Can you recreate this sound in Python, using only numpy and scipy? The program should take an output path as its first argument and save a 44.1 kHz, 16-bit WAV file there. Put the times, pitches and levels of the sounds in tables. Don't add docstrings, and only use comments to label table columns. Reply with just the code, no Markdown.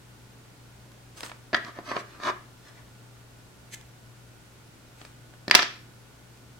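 import sys
import numpy as np
from scipy import signal
from scipy.fft import rfft, irfft, next_fast_len
from scipy.io import wavfile
from scipy.ndimage import uniform_filter1d

SR = 44100
rng = np.random.default_rng(int(sys.argv[2]) if len(sys.argv) > 2 else 0)


def persist_wave(psi):
    counts = np.round(np.clip(psi, -1, 1) * 32767).astype(np.int16)
    wavfile.write(sys.argv[1], SR, np.atleast_2d(counts).T)


N = 290807
TIME_S = np.arange(N) / SR

# frequency in Hz, level in dB, T60 in seconds.
BENCH_MODES = [(293, -23, .08), (394.5, -3, 0.088), (611, -1, 0.074), (720, 2.5, 0.086), (1017, -4.5, 0.12),
               (1199, 2, 0.082), (1295, 0, .1), (1370, -15.5, .14), (1530, -18, 0.13)]
STEEL_MODES = [(1800, 1, 0.052), (1810, -4, .028), (1920, -12, .09), (2290, -21, .08), (3420, -11, 0.039),
               (4830, -2.5, 0.03), (5560, -6.5, .025), (8400, -6.5, .025)]


def knocks(bench_db=-45, steel_db=-31, rebound_s=0.003, attack_s=0.005):
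    # start in seconds, attack rms in dB, hardness corner in Hz, then relative levels in dB
    blows = [ (1.2330, -35, 5200, 7, 1, -1.5), (1.297, -42, 2500, 0, -17, -20),
             (1.3165, -38, 1400, -8, -6, -13), (1.531, -26.5, 2200, 7.5, -5, -13),
             (1.5356, -26, 2600, 9, 10, 0), (1.5451, -17, 2290, -8.5, 4, 1.5),
             (1.6475, -40, 7000, 7, -22, -18), (1.7882, -33, 895, 6, -12, -7),
             (1.916, -28, 1700, 4, -3, -11), (1.9662, -24, 1280, -0.5, -9, -13),
             (2.2008, -40.5, 1400, 2, -1, -23), (2.235, -33.5, 3800, 2, 1, -15),
             (2.2859, -32, 1680, -6, -13, 0), (2.2967, -34, 1700, 0, -12, -1),
             (5.015, -43, 3500, 10.5, -12, -20), (5.0502, -43.5, 3990, 5, -7, -17.5),
             (5.338, -49, 1200, 0.5, -8.5, -20), (5.4808, -26, 10900, 17, 2.5, -15),
             (5.4984, -30, 7000, 17, 5, -15), (5.5114, -8.5, 4500, -8, -20.5, -14),
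             (5.5434, -18.5, 2400, -7, -6, -14), (5.5502, -3, 9900, -5, -11.5, -4.5),
             (5.5918, -17.5, 2100, -9.5, -12.5, -15), (5.596, -21.5, 3600, -16, -6.5, -15),
             (5.622, -23.5, 5000, -15.5, -10, -7), (5.6289, -22, 5500, -2, 4, -20)]
    # frequency in Hz, level in dB.
    wood = [(40, -18), (130, -6), (190, 1), (290, -2), (480, -0.5), (660, 0), (820, -1.5), (1150, -0.5),
            (2000, 1.5), (3000, -2.5), (4800, 2.5), (5900, -3.5), (7200, -11.5), (10000, -20.5),
            (16000, -16)]
    out = np.zeros((2, N))
    for start_s, db, corner_hz, thud_db, ring_db, rebound_db in blows:
        for delay_s, contact_db in (0, db), (rebound_s, db + rebound_db):
            body = scatter(spray_db=6, t60_s=0.013) + gain_of(bench_db) * ring(BENCH_MODES)
            body += gain_of(steel_db + ring_db) * ring(STEEL_MODES)
            blow = convolve(body, pulse(wood, corner_hz, thud_db))
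            attack_rms = blow[:, :round(attack_s * SR)].std(axis=1, keepdims=True)
            add(out, start_s + delay_s, gain_of(contact_db) * blow / attack_rms)
    return out


def blade_chatter():
    # peak time in seconds, level in dB, rise and fall in seconds.
    landings = [(5.553, -24.5, .002, .03), (5.626, -44, .012, .06)]
    # frequency in Hz, level in dB.
    blades = [(300, -20), (1000, -12.5), (1900, -3.5), (3200, 0), (4200, 1), (4800, 6), (6300, -4),
              (7500, -17.5), (16000, -28.5)]
    touches = convolve(slips(per_s=1200, spread_db=2), pulse(blades))
    return strokes(landings) * steadied(convolve(touches, scatter(spray_db=3, t60_s=0.02)))


def drags(bench_db=-44, steel_db=-45, boom_hz=1100, boom_width_hz=400, size=32768):
    # peak time in seconds, level in dB, rise and fall in seconds, hardness corner in Hz,
    # hollow boom of the top in dB.
    pushes = [(1.568, -31.5, .02, 0.022, 2800, 2), (1.69, -40.5, .062, 0.04, 2400, 6),
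              (1.78, -44, 0.044, 0.089, 2000, -4), (1.922, -33, .075, 0.072, 2580, 5.5),
              (1.972, -31, .035, 0.037, 2590, 13), (2.0, -39.5, 0.025, 0.032, 4000, -6),
              (2.16, -50.5, 0.14, .07, 2100, -30), (2.295, -24, 0.081, .035, 2370, 14),
              (2.69, -52, 0.076, 0.074, 3000, -25), (2.79, -55, 0.067, .12, 2200, -22)]
    # frequency in Hz, level in dB.
    steel_on_wood = [(60, -20.5), (170, -14.5), (290, 5), (470, -5), (610, 1), (800, -9.5), (1100, -3),
                     (1400, -4), (1750, 3), (2600, -6), (3400, -3), (5400, -0.5), (7500, -3.5),
                     (16000, -10.5)]
    dulling_oct_per_s, boom_db_per_s, digging_s = 10, 49, 0.056
    out = np.zeros((2, N))
    t = (np.arange(size) - size // 2) / SR
    for peak_s, db, rise_s, fall_s, corner_hz, boom_db in pushes:
        body = scatter(spray_db=3.5, t60_s=0.032) + gain_of(bench_db) * ring(BENCH_MODES)
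        body += gain_of(steel_db) * ring(STEEL_MODES)
        grit = convolve(slips(per_s=2800, spread_db=2, size=size), pulse(steel_on_wood))
        hz, frame_s, spectra = signal.stft(convolve(grit, body), SR, nperseg=256)
        dug_s = np.clip(frame_s + t[0], -digging_s, digging_s)
        dulling = rolloff(hz[:, None], corner_hz * 2 ** (-dulling_oct_per_s * dug_s))
        boom = gain_of(boom_db + boom_db_per_s * dug_s) * rolloff(hz[:, None] - boom_hz, boom_width_hz / 2)
        scrape = signal.istft(spectra * dulling * (1 + boom), SR, nperseg=256)[1][:, :size]
        add(out, peak_s + t[0], swell(t, db, rise_s, fall_s) * steadied(scrape))
    return out


def snip(peak_s=3.747):
    # frequency in Hz, level in dB.
    fibre = [(200, -7), (600, -4), (1300, -26), (1700, 3.5), (2100, 7), (2900, -1), (3800, 0), (4800, -5),
             (7000, 3.5), (9500, -5), (12500, -10), (16000, -17)]
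    partings = convolve(slips(per_s=8200, spread_db=-0.5), pulse(fibre))
    closing = swell(TIME_S - peak_s, db=-37.5, rise_s=0.0338, fall_s=0.007)
    return closing * steadied(convolve(partings, scatter(spray_db=0, t60_s=0.021)))


def snaps():
    # start in seconds, direct peak in dB.
    ticks = [(0.919, -40), (1.207, -22), (1.232, -26), (1.2631, -26), (3.7425, -30.5), (3.758, -36),
             (3.8120, -35.5), (5.0508, -36), (6.374, -44.5)]
    # frequency in Hz, level in dB.
    tick_spectrum = [(200, -3.5), (1200, 10), (3500, 7), (5200, 4), (8000, 2.5), (12000, -4.5),
                     (16000, -10)]
    out = np.zeros((2, N))
    for start_s, db in ticks:
        tick = convolve(scatter(spray_db=2, t60_s=0.0063), pulse(tick_spectrum))
        add(out, start_s, gain_of(db) * tick)
    return out


def brushes():
    # peak time in seconds, level in dB, rise and fall in seconds.
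    sweeps = [(1.178, -46, 0.02, 0.16), (1.252, -43, .035, 0.072), (5.013, -53.5, 0.057, 0.062),
              (5.068, -55.5, 0.039, .08)]
    # frequency in Hz, level in dB.
    skin = [(80, -12.5), (300, 0), (1200, 1.5), (2500, -2.5), (3700, -3), (5000, -6.5), (8500, -6.5),
            (12000, -18.5), (16000, -19.5)]
    grit = convolve(slips(per_s=6700, spread_db=4), pulse(skin))
    return strokes(sweeps) * unit_rms(convolve(grit, scatter(spray_db=1.5, t60_s=0.031)))


def room(x, size=32768, count=3, build_s=0.0023):
    # frequency in Hz, left-right coherence.
    coherence = [(150, 1.1), (400, 0.95), (1200, 0.24)]
    # frequency in Hz, T60 in seconds.
    decay = [(120, 0.8), (500, .34), (1500, 0.4), (3000, 0.4), (5500, 0.4149), (8000, 0.26), (15000, 0.21)]
    # frequency in Hz, level in dB.
    colour = [(100, -7.5), (400, 1), (800, -2), (1200, 1), (2000, 1), (3500, -1), (5000, -6.5), (8000, 2),
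              (15000, -1)]
    hz, t, spectra = signal.stft(rng.standard_normal((count, 2, size)), SR, nperseg=256)
    shared = np.clip(lookup(coherence, hz), -1, 1)[:, None]
    spectra[:, 1] = shared * spectra[:, 0] + np.sqrt(1 - shared ** 2) * spectra[:, 1]
    spectra *= gain_of(lookup(colour, hz)[:, None] - 60 * t / lookup(decay, hz)[:, None])
    tails = signal.istft(spectra, SR, nperseg=256)[1][..., :size]
    tails *= np.clip(np.arange(size) / SR / build_s, 0, 1) ** 2
    tails /= np.linalg.norm(tails, axis=2, keepdims=True)
    fades = np.sqrt(2 / count) * np.cos(np.pi * (2 * TIME_S + np.arange(count)[:, None] / count))
    return sum(convolve(x * fade, tail) for fade, tail in zip(fades, tails))


def air(rms_db=-53.5):
    # frequency in Hz, relative density in dB.
    colour = [(20, -12.5), (40, -7.5), (58, -7.5), (85, -6.5), (120, -3), (170, -5.5), (300, -8),
              (480, -11.5), (720, -14), (1470, -17), (2200, -19), (5000, -23), (7900, -25), (15800, -33)]
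    # frequency in Hz, left-right coherence.
    coherence = [(60, 0.7), (150, 0.8), (380, 0.52), (950, 0.16), (2380, 0.0712), (5980, 0.063),
                 (15000, 0.07)]
    size = next_fast_len(N, True)
    hz = np.fft.rfftfreq(size, 1 / SR)
    left, independent = rfft(rng.standard_normal((2, size)))
    shared = lookup(coherence, hz)
    right = shared * left + np.sqrt(1 - shared ** 2) * independent
    spectra = np.array([left, right]) * gain_of(lookup(colour, hz))
    return gain_of(rms_db) * unit_rms(irfft(spectra, size)[:, :N])


def hum(waver_hz=5, size=1024):
    # frequency in Hz, left and right rms in dB, waver as a fraction.
    lines = [(119.7, -54, -56.5, 0.25), (60.3, -65, -69, .8), (877, -78.5, -77, 0.506),
             (1380, -75, -76.5, 0.43), (1470, -87, -68, 0.57)]
    t = np.linspace(0, N / SR, size)
    hz = np.fft.fftfreq(size, t[1])
    out = np.zeros((2, N))
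    for line_hz, left_db, right_db, depth in lines:
        noise = rng.standard_normal(size) + 1j * rng.standard_normal(size)
        waver = unit_rms(np.fft.ifft(noise / (1 + (hz / waver_hz) ** 2)))
        tone = (1 + depth * np.interp(TIME_S, t, waver)) * np.exp(2j * np.pi * line_hz * TIME_S)
        out += gain_of([[left_db], [right_db]]) * unit_rms(tone.real)
    return out


def pulse(colour, corner_hz=None, thud_db=0, thud_hz=550, size=2048):
    hz = abs(np.fft.fftfreq(size, 1 / SR))
    gain = gain_of(lookup(colour, hz) + thud_db * rolloff(hz, thud_hz))
    if corner_hz:
        gain *= rolloff(hz, corner_hz)
    spectrum = np.exp(np.conj(signal.hilbert(np.log(gain))))
    click = np.fft.ifft(spectrum).real[:size // 2]
    return click / abs(click).max()


def ring(modes, size=6000):
    t = np.arange(size) / SR
    out = np.zeros((2, size))
    for hz, db, t60_s in modes:
        phase_cycles = rng.uniform(-0.044, 0.15, (2, 1))
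        out += gain_of(db - 60 * t / t60_s) * np.sin(2 * np.pi * (hz * t + phase_cycles))
    return out


def scatter(spray_db, t60_s, size=6000, highpass_hz=700, gap_s=0.0004):
    t = np.arange(size) / SR
    spray = rng.standard_normal((2, size)) * gain_of(-60 * t / t60_s) * (t > gap_s)
    spray = signal.sosfilt(signal.butter(1, highpass_hz, "high", fs=SR, output="sos"), spray)
    spray *= gain_of(spray_db) / np.linalg.norm(spray, axis=1, keepdims=True)
    spray[:, 0] += 1
    return spray


def slips(per_s, spread_db, size=N):
    height = gain_of(spread_db * np.minimum(rng.exponential(1, size), 4))
    return unit_rms(height * rng.choice([-1, 1], size) * (rng.random(size) < per_s / SR))


def swell(t, db, rise_s, fall_s, rounding=1.71):
    return gain_of(db - 20 * (np.maximum(-t, 0) / rise_s) ** rounding - 20 * np.maximum(t, 0) / fall_s)


def strokes(rows):
    return sum(swell(TIME_S - peak_s, *shape) for peak_s, *shape in rows)


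def steadied(x, span_s=0.022):
    power = uniform_filter1d((x ** 2).mean(0), round(span_s * SR))
    return x / np.sqrt(abs(power) + 1e-20)


def rolloff(hz, corner_hz):
    return 1 / np.sqrt(1 + (hz / corner_hz) ** 4)


def gain_of(db):
    return 10 ** (np.asarray(db) / 20)


def unit_rms(x):
    return x / np.sqrt(np.mean(abs(x) ** 2) + 1e-20)


def lookup(points, hz):
    point_hz, values = np.transpose(points)
    return np.interp(np.log(hz + 1), np.log(point_hz + 1), values)


def add(mix, start_s, sound):
    part = mix[:, round(start_s * SR):][:, :sound.shape[1]]
    part += sound[:, :part.shape[1]]


def convolve(x, response):
    return signal.oaconvolve(np.atleast_2d(x), np.atleast_2d(response), axes=1)[:, :np.shape(x)[-1]]


def scene(blow_send_db=-10, rub_send_db=-11, cut_send_db=-10):
    blows = knocks() + blade_chatter()
    rubs = drags() + brushes()
    cuts = snip() + snaps()
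    send = gain_of(blow_send_db) * blows + gain_of(rub_send_db) * rubs + gain_of(cut_send_db) * cuts
    return blows + rubs + cuts + room(send) + air() + hum()


def record(dry):
    ceiling, cutoff_hz = 0.92, 16000
    lowpass = signal.firwin(511, cutoff_hz, window=("kaiser", 9), fs=SR)
    return signal.oaconvolve(np.clip(dry, -ceiling, ceiling), lowpass[None], "same")


dry = scene()
out = record(dry)
persist_wave(out)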